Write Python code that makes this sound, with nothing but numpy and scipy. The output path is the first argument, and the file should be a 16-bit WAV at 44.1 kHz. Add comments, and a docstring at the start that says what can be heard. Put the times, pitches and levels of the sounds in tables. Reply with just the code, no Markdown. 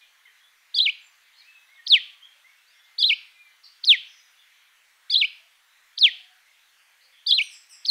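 """In a garden, a sparrow in a tree alternates two chirps: a two-voiced warble and a falling slide.
Airflow vibrates a membrane on each side of its syrinx, and a throat resonance shapes the loudness.
Farther birds whistle, a dove coos, a neighbour chips and a young bird cheeps, their tones blurred by
scattering in foliage. Leaves and walls return a short echo over a faint hiss of leaves and far traffic."""
import sys
import numpy as np
from scipy import signal
from scipy.fft import rfft, irfft
from scipy.io import wavfile
from scipy.ndimage import uniform_filter1d

SR = 44100
rng = np.random.default_rng(int(sys.argv[2]) if len(sys.argv) > 2 else 0)


def store_pcm(level_fs):
    """Save levels as 16-bit WAV."""
    pcm = np.round(np.clip(level_fs, -1, 1) * 32767).astype(np.int16)
    wavfile.write(sys.argv[1], SR, np.atleast_2d(pcm).T)


N = 348390

# Spectral density of the hiss: frequency_hz, relative_db
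HISS_SPECTRUM = [(20, -16.5), (70, -39), (200, -35.5), (400, -26.5), (640, -18.5), (1070, -10),
                 (1570, -4.5), (2060, -2.5), (2630, -7), (3370, -6.5), (4300, -12), (5200, -16.5),
                 (6100, -13), (7200, -18), (11000, -19.5), (15700, -22)]
# Far whistles: start_s, length_s, start_hz, middle_hz, end_hz, level_db, blur_hz
WHISTLES = [(.0, 0.056, 2370, 2430, 2300, -62, 40), (.0, 0.073, 3600, 3330, 3300, -60, 845),
            (0.244, 0.078, 2990, 3093, 3100, -62.5, 30.5), (0.245, 0.06, 2180, 1994, 1720, -56, 81),
            (.4, 0.098, 3280, 3405, 3540, -63, 29.9), (1, 0.094, 7300, 7260, 7180, -66.5, 31.85),
            (1.324, 0.061, 3490, 3930, 4430, -62, 1079), (1.367, 0.12, 2200, 2356, 2660, -63.5, 29.5),
            (1.451, 0.17, 2560, 2615, 2510, -55, 45), (1.671, 0.12, 1900, 2182, 2123, -54, 39.8),
            (1.77, 0.055, 2070, 1859, 1925, -54.5, 29.36), (1.735, .06, 3880, 3580, 3124, -63.5, 81.03),
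            (1.78, .55, 1251, 1190, 1049, -73.5, 50.05), (2.21, 0.075, 2780, 3326, 3086, -49, 110),
            (2.415, 0.15, 1800, 2200, 2184, -55, 45.1), (2.62, 0.44, 2200, 2106, 2058, -68, 28.04),
            (2.645, 0.17, 3830, 5240, 5680, -70, 59.8), (2.727, .15, 3200, 3420, 3520, -67, 39.94),
            (3.102, 0.57, 2100, 2052, 2080, -66, 23), (3.296, 0.23, 2420, 2410, 2300, -62, 38),
            (3.63, 0.046, 4230, 4210, 3620, -57.5, 350), (4.035, 0.19, 5840, 5870, 5800, -64, 605),
            (4.048, 0.2, 5390, 5100, 5020, -65, 161), (4.363, 0.096, 3410, 3474, 3240, -62.5, 299),
            (5.096, 0.022, 1910, 2340, 2970, -46.5, 200), (7.002, 0.073, 4000, 4460, 4610, -61.5, 740),
            (7.106, 0.14, 3390, 3330, 3460, -62.5, 350)]
# Echo decay, before each source's time factor: frequency_hz, base_t60_s
ECHO_DECAY = [(1500, 0.11), (2500, 0.37), (4000, 0.27), (6000, 0.58), (12000, 0.046)]
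# Dove notes: start_s, length_s, pitch_hz, level_db
DOVE_COOS = [(.236, 0.1, 440, -84.5), (2.34, 0.13, 593, -79), (5.38, 0.11, 679, -76.5),
             (5.998, .45, 741, -73.5), (7.001, 0.16, 525, -82)]
# Sparrow chirps, tilted in level as the head turns: start_s, gain_db, pitch_ratio, length_ratio, tilt_db
WARBLE_CHIRPS = [(0.7457, -0.5, 1.002, 1.005, -2), (2.9858, 0.5, 1.008, 0.98, -0.5),
                 (5.1017, 0, 1.012, .99, -2.3), (7.2674, 0, 1.013, 1.009, -6.5)]
SLIDE_CHIRPS = [(1.8671, -0.044, 1.027, 0.96, 0), (3.8389, 0.25, 1.021, 0.98, 0.015),
                (5.9776, -0.49, 1.028, 0.95, 0.0017), (7.8514, 0.16, 1.025, 0.95, 0)]
# Membrane gestures, before each chirp's ratios: time_s, pitch_hz, effort_db
WARBLE_ARCH = [(-.005, 3158, -45.5), (.002, 4323, -15.5), (.007, 4590, -13.5), (.014, 4780, -18.5),
               (.028, 4880, -18), (.038, 4540, -15.5), (.044, 3888, -7), (.051, 3050, -30)]
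WARBLE_UNDERTONE = [(.005, 3850, -48), (.014, 3602, -26.5), (0.035, 3350, -23), (.041, 3397, -23.5)]  # the other side of the syrinx
WARBLE_CATCH = [(.044, 4025, -44.5), (0.051, 4134, -16.5), (.058, 4300, -49.5)]
WARBLE_WAVE = [(.049, 2950, -32.5), (.057, 3237, -12.5), (.068, 3800, -15), (.085, 4117, -13.5),
               (0.108, 3620, -23.5), (.118, 2975, -12), (.135, 2193, -12), (0.145, 2434, -10),
               (.154, 2977, -20.5), (.165, 3070, -46)]
SLIDE_FLICK = [(-.007, 4810, -49.5), (.002, 4218, -17.5), (.006, 3214, -27.5), (.008, 2939, -45.5),
               (.0097, 4060, -14), (.014, 6414, -26.5), (.018, 4968, -14), (.022, 4893, -22.5)]
SLIDE_FALL = [(.019, 4950, -31), (0.027, 4877, -19), (0.032, 4716, -20.5), (.037, 4415, -10.5),
              (.055, 3768, -8.5), (.072, 3256, -9.5), (.081, 2990, -7.5), (.088, 2680, -10),
              (.1, 2268, -11), (.118, 1873, -18), (.127, 1780, -36)]
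# Nonlinear terms (square, cube, fourth power, voices mixing): level_db
DISTORTION_DB = [-46, -49, -59, -36.5]
# Colour the beak gives the overtones: frequency_hz, gain_db
BEAK_RESPONSE = [(3300, -6), (4500, 12.5), (6000, 5.5), (7000, 1), (8400, 2.5), (9800, 1), (11500, 4),
                 (13000, -4.5), (15500, -5)]
# The neighbour's chips: start_s, level_db, pitch_ratio
NEIGHBOUR_CHIPS = [(1.375, -56, 0.93), (3.068, -42, 1), (3.63, -51.5, 1.01), (5.17, -46.5, 0.95)]
# The two voices of a chip: length_s, start_hz, middle_hz, end_hz, gain_db, blur_hz
NEIGHBOUR_VOICES = [(0.051, 5050, 5380, 4500, -6.5, 230), (.057, 4500, 4600, 3600, 0.5, 160)]
# The young bird's cheeps: start_s, length_s, start_hz, middle_hz, end_hz, level_db
YOUNG_CHEEPS = [(7.401, 0.055, 3290, 2926, 2890, -56.5), (7.498, 0.056, 2980, 2605, 2500, -58),
                (7.684, .07, 3100, 2657, 2410, -59.5)]
# Harmonics 1 to 6 of a cheep: gain_db
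CHEEP_HARMONICS_DB = [-12, -3.5, -4.5, -13.5, -17, -21]

THROAT_HZ, THROAT_HALF_WIDTH_HZ = 3351, 433
HISS_DB, BAND_LIMIT_HZ = -60.5, 15720


def gain_of(db):
    """Amplitude ratio of a level in decibels."""
    return 10 ** (np.asarray(db) / 20)


def unit_rms(x):
    """Normalisation to unit power."""
    return x / np.sqrt(np.mean(abs(x) ** 2) + 1e-20)


def spectrum_at(table, hz):
    """Interpolation on a logarithmic frequency axis."""
    table_hz, value = np.transpose(table)
    return np.interp(np.log(hz + 1), np.log(table_hz + 1), value)


def add(mix, start_s, sound):
    """Superposition of a sound on the mix."""
    part = mix[max(round(start_s * SR), 0):][:len(sound)]
    part += sound[:len(part)]


def flutter(samples, width_hz):
    """Random modulation: complex noise in a Gaussian band around 0 Hz."""
    real, imag = rng.standard_normal((2, SR // 2))
    band = np.exp(-2 * (np.fft.fftfreq(SR // 2, 1 / SR) / width_hz) ** 2)
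    return np.resize(unit_rms(np.fft.ifft((real + 1j * imag) * band)), samples)


def hiss():
    """Leaves, far traffic and faint chatter sum incoherently to noise with drifting spectral patches."""
    frames, hz = N // 256 + 5, np.fft.rfftfreq(1024, 1 / SR)
    real, imag, patches = rng.standard_normal((frames, 513, 3)).T
    patches = unit_rms(uniform_filter1d(uniform_filter1d(patches, 14, axis=0), 20, axis=1))
    song_band = np.exp(-np.log((hz + 1) / 3300) ** 2 / .5)[:, None]  # patchier where small birds sing
    level_db = spectrum_at(HISS_SPECTRUM, hz)[:, None] + (1.38 + 1.2 * song_band) * patches
    noise = signal.istft((real + 1j * imag) * gain_of(level_db), nperseg=1024, noverlap=768)[1]
    return gain_of(HISS_DB) * unit_rms(noise[:N])


def far_note(length_s, start_hz, middle_hz, end_hz, level_db, blur_hz, harmonics_db=(0,)):
    """Scattering in foliage randomises the amplitude and phase of a parabolic glide."""
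    u = np.linspace(-1, 1, round(length_s * SR))
    hz = middle_hz + (end_hz - start_hz) / 2 * u + ((end_hz + start_hz) / 2 - middle_hz) * u ** 2
    cycles = np.cumsum(hz) / SR
    tone = sum(gain * np.exp(2j * np.pi * k * cycles) for k, gain in enumerate(gain_of(harmonics_db), 1))
    scattered = tone * (.23 + 1.3 * flutter(len(u), blur_hz))
    return gain_of(level_db) * scattered.real * signal.windows.tukey(len(u), .5)


def far_birds(chatter_count=9, low_hz=1910, high_hz=3700):
    """Whistles and faint random chatter, each a single tone broadened by scattering."""
    mix = np.zeros(N)
    for start_s, *note in WHISTLES:
        add(mix, start_s, far_note(*note))
    for when, height, slant, length in rng.random((chatter_count, 4)):
        hz = low_hz * (high_hz / low_hz) ** height
        bend_hz = .043 * (2 * slant - 1) * hz
        note = far_note(.076 * (.5 + length), hz - bend_hz, hz, hz + bend_hz, level_db=-68.5, blur_hz=150)
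        add(mix, when * N / SR, note)
    return mix


def with_echo(direct, echo_db, gap_s, t60_ratio):
    """Reflections from leaves and walls: sparse taps of random sign, each band decaying exponentially."""
    taps = np.zeros(SR)
    slots = np.arange(round(gap_s * SR), SR - 20, 20)
    taps[slots + rng.integers(0, 20, len(slots))] = rng.choice([-1., 1.], len(slots))
    hz, t, spectra = signal.stft(taps, SR, nperseg=256)
    t60_s = t60_ratio * spectrum_at(ECHO_DECAY, hz)[:, None]
    tail = signal.istft(spectra * gain_of(-60 * t / t60_s), SR, nperseg=256)[1]
    return direct + gain_of(echo_db) * signal.fftconvolve(direct, tail / np.linalg.norm(tail))[:N]


def dove():
    """Each coo is a low fundamental gliding up to its pitch, blurred by scattering."""
    mix = np.zeros(N)
    for start_s, length_s, hz, level_db in DOVE_COOS:
        add(mix, start_s, far_note(length_s, .906 * hz, hz, hz, level_db, blur_hz=60))
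    return mix


def pitch_curve(t, time_s, hz):
    """Cubic Hermite interpolation, levelling off at every turn of pitch."""
    span_s = np.diff(time_s)
    rate = np.diff(hz) / span_s
    product = rate[1:] * rate[:-1]
    slope = np.r_[rate[0], np.where(product > 0, 2 * product / (rate[1:] + rate[:-1] + 1e-9), 0), rate[-1]]
    k = np.clip(np.searchsorted(time_s, t) - 1, 0, len(span_s) - 1)
    u = np.clip((t - time_s[k]) / span_s[k], 0, 1)
    step = hz[k] + (hz[k + 1] - hz[k]) * u * u * (3 - 2 * u)
    return step + span_s[k] * u * (1 - u) * (slope[k] * (1 - u) - slope[k + 1] * u)


def membrane(gesture, t, pitch_ratio):
    """A vibrating membrane as a phasor, before and after the throat resonance weights it by pitch."""
    time_s, pitch_hz, effort_db = np.transpose(gesture)
    hz = uniform_filter1d(pitch_curve(t, time_s, pitch_hz), 30) * pitch_ratio
    level_db = np.interp(t, time_s, effort_db, left=-99, right=-99) + .5 * flutter(len(t), 250).real
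    envelope = uniform_filter1d(uniform_filter1d(gain_of(level_db), 30), 30)
    source = np.sqrt(2) * envelope * np.exp(2j * np.pi * (np.cumsum(hz) / SR + rng.random()))
    return source, source / np.hypot(1, (hz - THROAT_HZ) / THROAT_HALF_WIDTH_HZ)


def chirp(gestures, lead_s, gain_db, pitch_ratio, length_ratio, tilt_db):
    """The voices superpose; uneven airflow adds unsteady overtones and combination tones."""
    t = (np.arange(0, .2, 1 / SR) - lead_s) / length_ratio
    sources, voices = zip(*[membrane(gesture, t, pitch_ratio) for gesture in gestures])
    tone = sum(voices)
    effort = np.linalg.norm(sources, axis=0)
    phasor = tone / np.linalg.norm(voices, axis=0)
    terms = [phasor ** 2, phasor ** 3, phasor ** 4, phasor * (abs(phasor) ** 2 - 1)]
    overtones = np.zeros(len(t))
    for gain, term in zip(gain_of(DISTORTION_DB), terms):
        waver, turbulence = flutter(len(t), width_hz=70), flutter(len(t), width_hz=2400)
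        overtones += (gain * effort * term * (.62 + .67 * waver + .62 * turbulence)).real
    beak = gain_of(spectrum_at(BEAK_RESPONSE, np.fft.rfftfreq(len(t), 1 / SR)))
    overtones = irfft(rfft(overtones) * beak, len(t))
    return (tone.real + overtones) * gain_of(gain_db + tilt_db * np.linspace(-.5, .5, len(t)))


def sparrow(lead_s=.01):
    """Warbles and slides with their echo; a source small against the wavelength radiates no bass."""
    mix = np.zeros(N)
    warble = [WARBLE_ARCH, WARBLE_UNDERTONE, WARBLE_CATCH, WARBLE_WAVE]
    slide = [SLIDE_FLICK, SLIDE_FALL]
    for gestures, chirps in (warble, WARBLE_CHIRPS), (slide, SLIDE_CHIRPS):
        for start_s, *variation in chirps:
            add(mix, start_s - lead_s, chirp(gestures, lead_s, *variation))
    mix = with_echo(mix, echo_db=-21, gap_s=.0027, t60_ratio=1.466)
    return signal.sosfilt(signal.butter(4, 1100, "high", fs=SR, output="sos"), mix)


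def neighbour():
    """Biphonation: two voices sound at once in each chip."""
    mix = np.zeros(N)
    for start_s, level_db, pitch_ratio in NEIGHBOUR_CHIPS:
        for length_s, *glide_hz, gain_db, blur_hz in NEIGHBOUR_VOICES:
            glide_hz = np.multiply(glide_hz, pitch_ratio)
            add(mix, start_s, far_note(length_s, *glide_hz, level_db + gain_db, blur_hz))
    return mix


def young_bird():
    """Falling cheeps rich in harmonics, with more reflected than direct sound."""
    mix = np.zeros(N)
    for start_s, *note in YOUNG_CHEEPS:
        add(mix, start_s, far_note(*note, blur_hz=340, harmonics_db=CHEEP_HARMONICS_DB))
    return with_echo(mix, echo_db=8.5, gap_s=.0017, t60_ratio=1.08)


def scene():
    """Sound pressures add linearly: hiss, far birds, sparrow and young bird in one channel."""
    far = with_echo(far_birds() + dove() + neighbour(), echo_db=-5.5, gap_s=.006, t60_ratio=1.3)
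    return (hiss() + far + sparrow() + young_bird())[None]


def record(dry):
    """A linear-phase low-pass filter limits the bandwidth."""
    low_pass = signal.firwin(511, BAND_LIMIT_HZ, window=("kaiser", 9), fs=SR)
    return signal.oaconvolve(dry, low_pass[None], "same")


dry = scene()
out = record(dry)
store_pcm(out)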